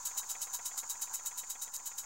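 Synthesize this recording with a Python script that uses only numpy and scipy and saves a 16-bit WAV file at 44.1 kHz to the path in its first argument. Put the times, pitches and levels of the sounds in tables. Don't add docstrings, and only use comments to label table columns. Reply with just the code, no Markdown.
import sys
import numpy as np
from scipy import signal
from scipy.fft import rfft, irfft
from scipy.io import wavfile
from scipy.ndimage import uniform_filter1d

SR = 44100
rng = np.random.default_rng(int(sys.argv[2]) if len(sys.argv) > 2 else 0)


def master_out(mix):
    frames = np.transpose(np.atleast_2d(mix))
    ceiling = np.clip(frames, -1, 1)
    pcm = np.round(ceiling * 32767).astype(np.int16)
    wavfile.write(sys.argv[1], SR, pcm)


def makeup_ratio(level_db):
    decades = np.asarray(level_db, float) / 20
    return 10 ** decades


N = 90581
T = np.arange(N) / SR
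TURN_S = .12035


def evened(x):
    return x / np.sqrt(np.mean(x ** 2) + 1e-20)


def coloured(x, jet, rings, ring_db, size=4096):
    hz = np.fft.rfftfreq(size, 1 / SR)
    f, db = np.transpose(jet)
    jet_db = np.interp(np.log(hz + 1), np.log(f + 1), db, left=db[0] - 29, right=db[-1])
    power = makeup_ratio(jet_db) ** 2
    for centre, width, top_db in rings:
        peak = 1 + (2 * (hz - centre) / width) ** 2
        power = power + makeup_ratio(top_db + ring_db) ** 2 / peak ** 2
    ceps = irfft(np.log(power) / 2)
    ceps[1:size // 2] *= 2
    ceps[size // 2 + 1:] = 0
    taps = irfft(np.exp(rfft(ceps)))
    return signal.fftconvolve(x, taps / np.linalg.norm(taps))[:N]


def turbulence(flutter_db, span_s):
    span = int(span_s * SR)
    wander = uniform_filter1d(uniform_filter1d(rng.standard_normal(N), span), span)
    return evened(rng.standard_normal(N) * makeup_ratio(flutter_db * evened(wander)))


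ROOM_T60_S, NEAR_WET_DB, FAR_WET_DB = .09, -9, -5


def workshop(x, wet_db):
    at = np.arange(40, 8000, 22) + rng.integers(0, 22, 362)
    taps = np.zeros(8100)
    taps[at] = rng.choice([-1., 1.], len(at)) * makeup_ratio(-60 * at / SR / ROOM_T60_S)
    taps *= makeup_ratio(wet_db) / np.linalg.norm(taps)
    taps[0] = 1
    return signal.fftconvolve(x, taps / np.linalg.norm(taps))[:N]


# (f/Hz, level/dB)
HUM_TONES = [(59.2, -87.5), (118.4, -85.5), (247.6, -88)]


def mains_hum():
    hum = np.zeros(N)
    for hz, db in HUM_TONES:
        hum += np.sqrt(2) * makeup_ratio(db) * np.sin(2 * np.pi * (hz * T + rng.random()))
    return hum


# (f/Hz, level/dB)
FLAME_ROAR = [(20, -26), (65, -18), (150, -24), (420, -23), (680, -20), (900, -9), (1400, -14), (2300, -26),
              (5000, -59)]
# (f/Hz, width/Hz, level/dB)
FLUE_RINGS = [(570, 40, -14), (765, 60, -7), (822, 40, -4), (900, 45, -3), (972, 60, 0), (1035, 45, -4),
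              (1108, 45, -5), (1220, 50, -11), (1320, 40, -7), (1378, 45, -4), (1440, 50, -8),
              (1535, 50, -10), (1645, 50, -9), (1720, 60, -14)]
FLAME_DB, FLAME_RING_DB, FLAME_FLUTTER_DB = -56.3, .1, 2.2
THROB_DB, THROB_TOP_S = 1.2, .066


def boiler_flame():
    stroke = np.cos(2 * np.pi * (T - THROB_TOP_S) / (TURN_S / 2))
    throb = makeup_ratio(FLAME_DB + THROB_DB * stroke)
    roar = throb * turbulence(FLAME_FLUTTER_DB, .0073)
    return coloured(roar, FLAME_ROAR, FLUE_RINGS, FLAME_RING_DB)


# (f/Hz, level/dB)
LEAK_HISS = [(2000, -30), (3500, -31), (5700, -18), (6800, -5), (7400, -11), (9800, -32), (12500, -36),
             (16000, -31)]
# (f/Hz, width/Hz, level/dB)
SEAM_WHISTLES = [(5440, 60, -22), (6090, 60, -11), (6255, 60, -6), (6420, 110, -7), (6590, 70, -5),
                 (6790, 90, -4), (7060, 80, -1), (7230, 90, -3), (7340, 50, -8), (7870, 90, -11),
                 (8170, 90, -14), (8880, 150, -20), (14500, 110, -24), (15800, 210, -21)]
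LEAK_DB, WHISTLE_DB, LEAK_FLUTTER_DB = -47.5, .1, 1.3


def steam_leak():
    rush = turbulence(LEAK_FLUTTER_DB, .004)
    return makeup_ratio(LEAK_DB) * coloured(rush, LEAK_HISS, SEAM_WHISTLES, WHISTLE_DB)


# (t/s, level/dB)
STEADY_FADE = [
    (0, 1.5),
    (1.0, -0.4),
    (2.05, -3),
]


def steady():
    fade = makeup_ratio(np.interp(T, *np.transpose(STEADY_FADE)))
    return fade * (workshop(steam_leak(), FAR_WET_DB) + boiler_flame()) + mains_hum()


# (t/s, length/s, level/dB)
WATER_DROP = (1.7648, .0003, -29)
# (f/Hz, level/dB)
SNAP_COLOUR = [(2500, -30), (4500, -4), (7000, 0), (10000, -8), (16000, -8)]


def droplet():
    s, length, db = WATER_DROP
    burst = np.exp(-((T - s) / length) ** 2)
    snap = makeup_ratio(db) * burst * np.sign(rng.standard_normal(N))
    return coloured(snap, SNAP_COLOUR, [], 0)


# (t/s, peak level/dB)
CRANK_KNOCKS = [(0.1101, -45), (0.2309, -48.5), (0.3511, -45.5), (0.4713, -47.5), (0.5911, -45),
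                (0.7118, -47), (0.832, -46), (0.9517, -49.5), (1.0726, -48.5), (1.1927, -48.5),
                (1.3129, -49), (1.4338, -46.5), (1.5537, -47.5), (1.6746, -49.5), (1.7948, -51.5),
                (1.9155, -50), (2.0363, -51)]
# (f/Hz, level/dB, t60/s)
FRAME_MODES = [(570, -9, .03), (750, -2, .035), (980, -4, .03), (1400, -5, .02), (1680, -4, .022),
               (1940, 3, .025), (2180, 2.5, .025), (2420, 1, .025), (2560, -5, .02), (2900, -3, .012),
               (3290, -4, .022)]
# (delay t/s, level/dB)
KNOCK_BOUNCES = [
    (.0042, -2.5),
    (.0088, -13),
    (-.0075, -15),
]
KNOCK_DB, KNOCK_LATE_S, KNOCK_RISE_S = 4.5, .0003, .0003


def crank():
    t = T[:3000]
    out = np.zeros(2 * N)
    rise = 1 - np.exp(-t / KNOCK_RISE_S)
    for s, db in CRANK_KNOCKS:
        ring = np.zeros(len(t))
        for hz, mode_db, t60 in FRAME_MODES:
            vary = rng.standard_normal()
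            level = makeup_ratio(mode_db + 2.2 * vary - 60 * t / t60)
            ring += level * np.sin(2 * np.pi * hz * (1 + .004 * vary) * t) * rise
        for delay, bounce_db in [(0, 0)] + list(KNOCK_BOUNCES):
            start = round((s + delay + KNOCK_LATE_S) * SR)
            out[start:start + len(t)] += makeup_ratio(db + bounce_db + KNOCK_DB - 10) * ring
    return out[:N]


# (t/s, level/dB, port open/s)
EXHAUST_PUFFS = [(.054, -37, .02), (.1743, -37, .019), (.2947, -38, .02), (.415, -38, .019),
                 (.5354, -39, .02), (.6557, -39, .019), (.7761, -39, .019), (.8964, -39, .02),
                 (1.0168, -39, .018), (1.1371, -39, .019), (1.2575, -40, .019), (1.3778, -40, .02),
                 (1.4982, -41, .019), (1.6185, -41, .019), (1.7389, -41, .02), (1.8592, -41, .019),
                 (1.9796, -41, .019)]
# (f/Hz, level/dB)
PUFF_RUSH = [(250, -36), (3600, -21), (4100, -15.5), (5700, -12), (6960, -2), (10500, -15), (14200, -11),
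             (16000, -16)]
# (f/Hz, width/Hz, level/dB)
TUBE_RINGS = [(3038, 90, -16), (3865, 110, -8), (6500, 400, -4), (6990, 300, -1), (7250, 150, -3),
              (7840, 140, -5), (8190, 110, -7), (9500, 120, -9), (10310, 200, -10), (10900, 90, -12),
              (12300, 330, -16.5), (12800, 140, -15), (14000, 370, -10.5), (15700, 90, -10)]
PUFF_DB, TUBE_RING_DB, SPIT_DB = 5.0, 3.0, 2.0
SEEP_S, SEEP_DB = .026, -24
LEAD_S, OPEN_S = .0095, .013
SAG_DB_PER_S, SHUT_T60_S = -230, .085
LINGER_DB, LINGER_T60_S = -18.5, .27


def exhaust():
    flow = np.zeros(N)
    _, first_db, first_held = EXHAUST_PUFFS[0]
    earlier = (EXHAUST_PUFFS[0][0] - TURN_S, first_db, first_held)
    for s, db, held in [earlier] + list(EXHAUST_PUFFS):
        t = T - s + LEAD_S
        opening = np.clip(t / OPEN_S, 0, 1) ** 2
        seep = makeup_ratio(SEEP_DB) * np.clip(2 * (t + SEEP_S) / SEEP_S, 0, 1)
        shut = np.maximum(t - LEAD_S - held, 0)
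        sag_db = SAG_DB_PER_S * np.clip(t - OPEN_S, 0, held)
        jet = makeup_ratio(sag_db - 60 * shut / SHUT_T60_S)
        linger = makeup_ratio(LINGER_DB - 60 * shut / LINGER_T60_S)
        flow += (makeup_ratio(db + PUFF_DB) * (opening + seep)) ** 2 * (jet ** 2 + linger ** 2)
    steam = np.sqrt(flow) * turbulence(SPIT_DB, .001)
    return coloured(steam, PUFF_RUSH, TUBE_RINGS, TUBE_RING_DB)


def scene():
    return (steady() + droplet() + crank() + workshop(exhaust(), NEAR_WET_DB))[None]


def roll_off(x):
    return signal.sosfilt(signal.butter(12, 16530, fs=SR, output="sos"), x)


# (end t/s, length/s, kept range level/dB)
THIN_MOMENTS = [
    (0.224, 0.013, 21),
    (1.7205, 0.022, 22),
]
THIN_DB = -24
OFFSET = -.0008
EDGE_HZ = 15830


def record(dry):
    z = signal.stft(dry[0], nperseg=1024, noverlap=768)[2]
    below_db = 20 * np.log10(abs(z).max(0) / (abs(z) + 1e-12) + 1e-12)
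    out = dry[0].copy()
    for end, length, range_db in THIN_MOMENTS:
        kept = makeup_ratio(THIN_DB / np.exp(range_db - below_db))
        thin = signal.istft(z * kept, nperseg=1024, noverlap=768)[1][:N]
        sink = np.clip(1.68 * (T - end + length) / length, 0, 1)
        snap_back = np.clip((end - T) / .0016, 0, 1)
        out += sink * snap_back * (thin - dry[0])
    low_pass = signal.firwin(1023, EDGE_HZ, window=("kaiser", 9), fs=SR)
    out = signal.fftconvolve(out, low_pass, "same")
    return roll_off(out[None] + OFFSET)


dry = scene()
out = record(dry)
master_out(out)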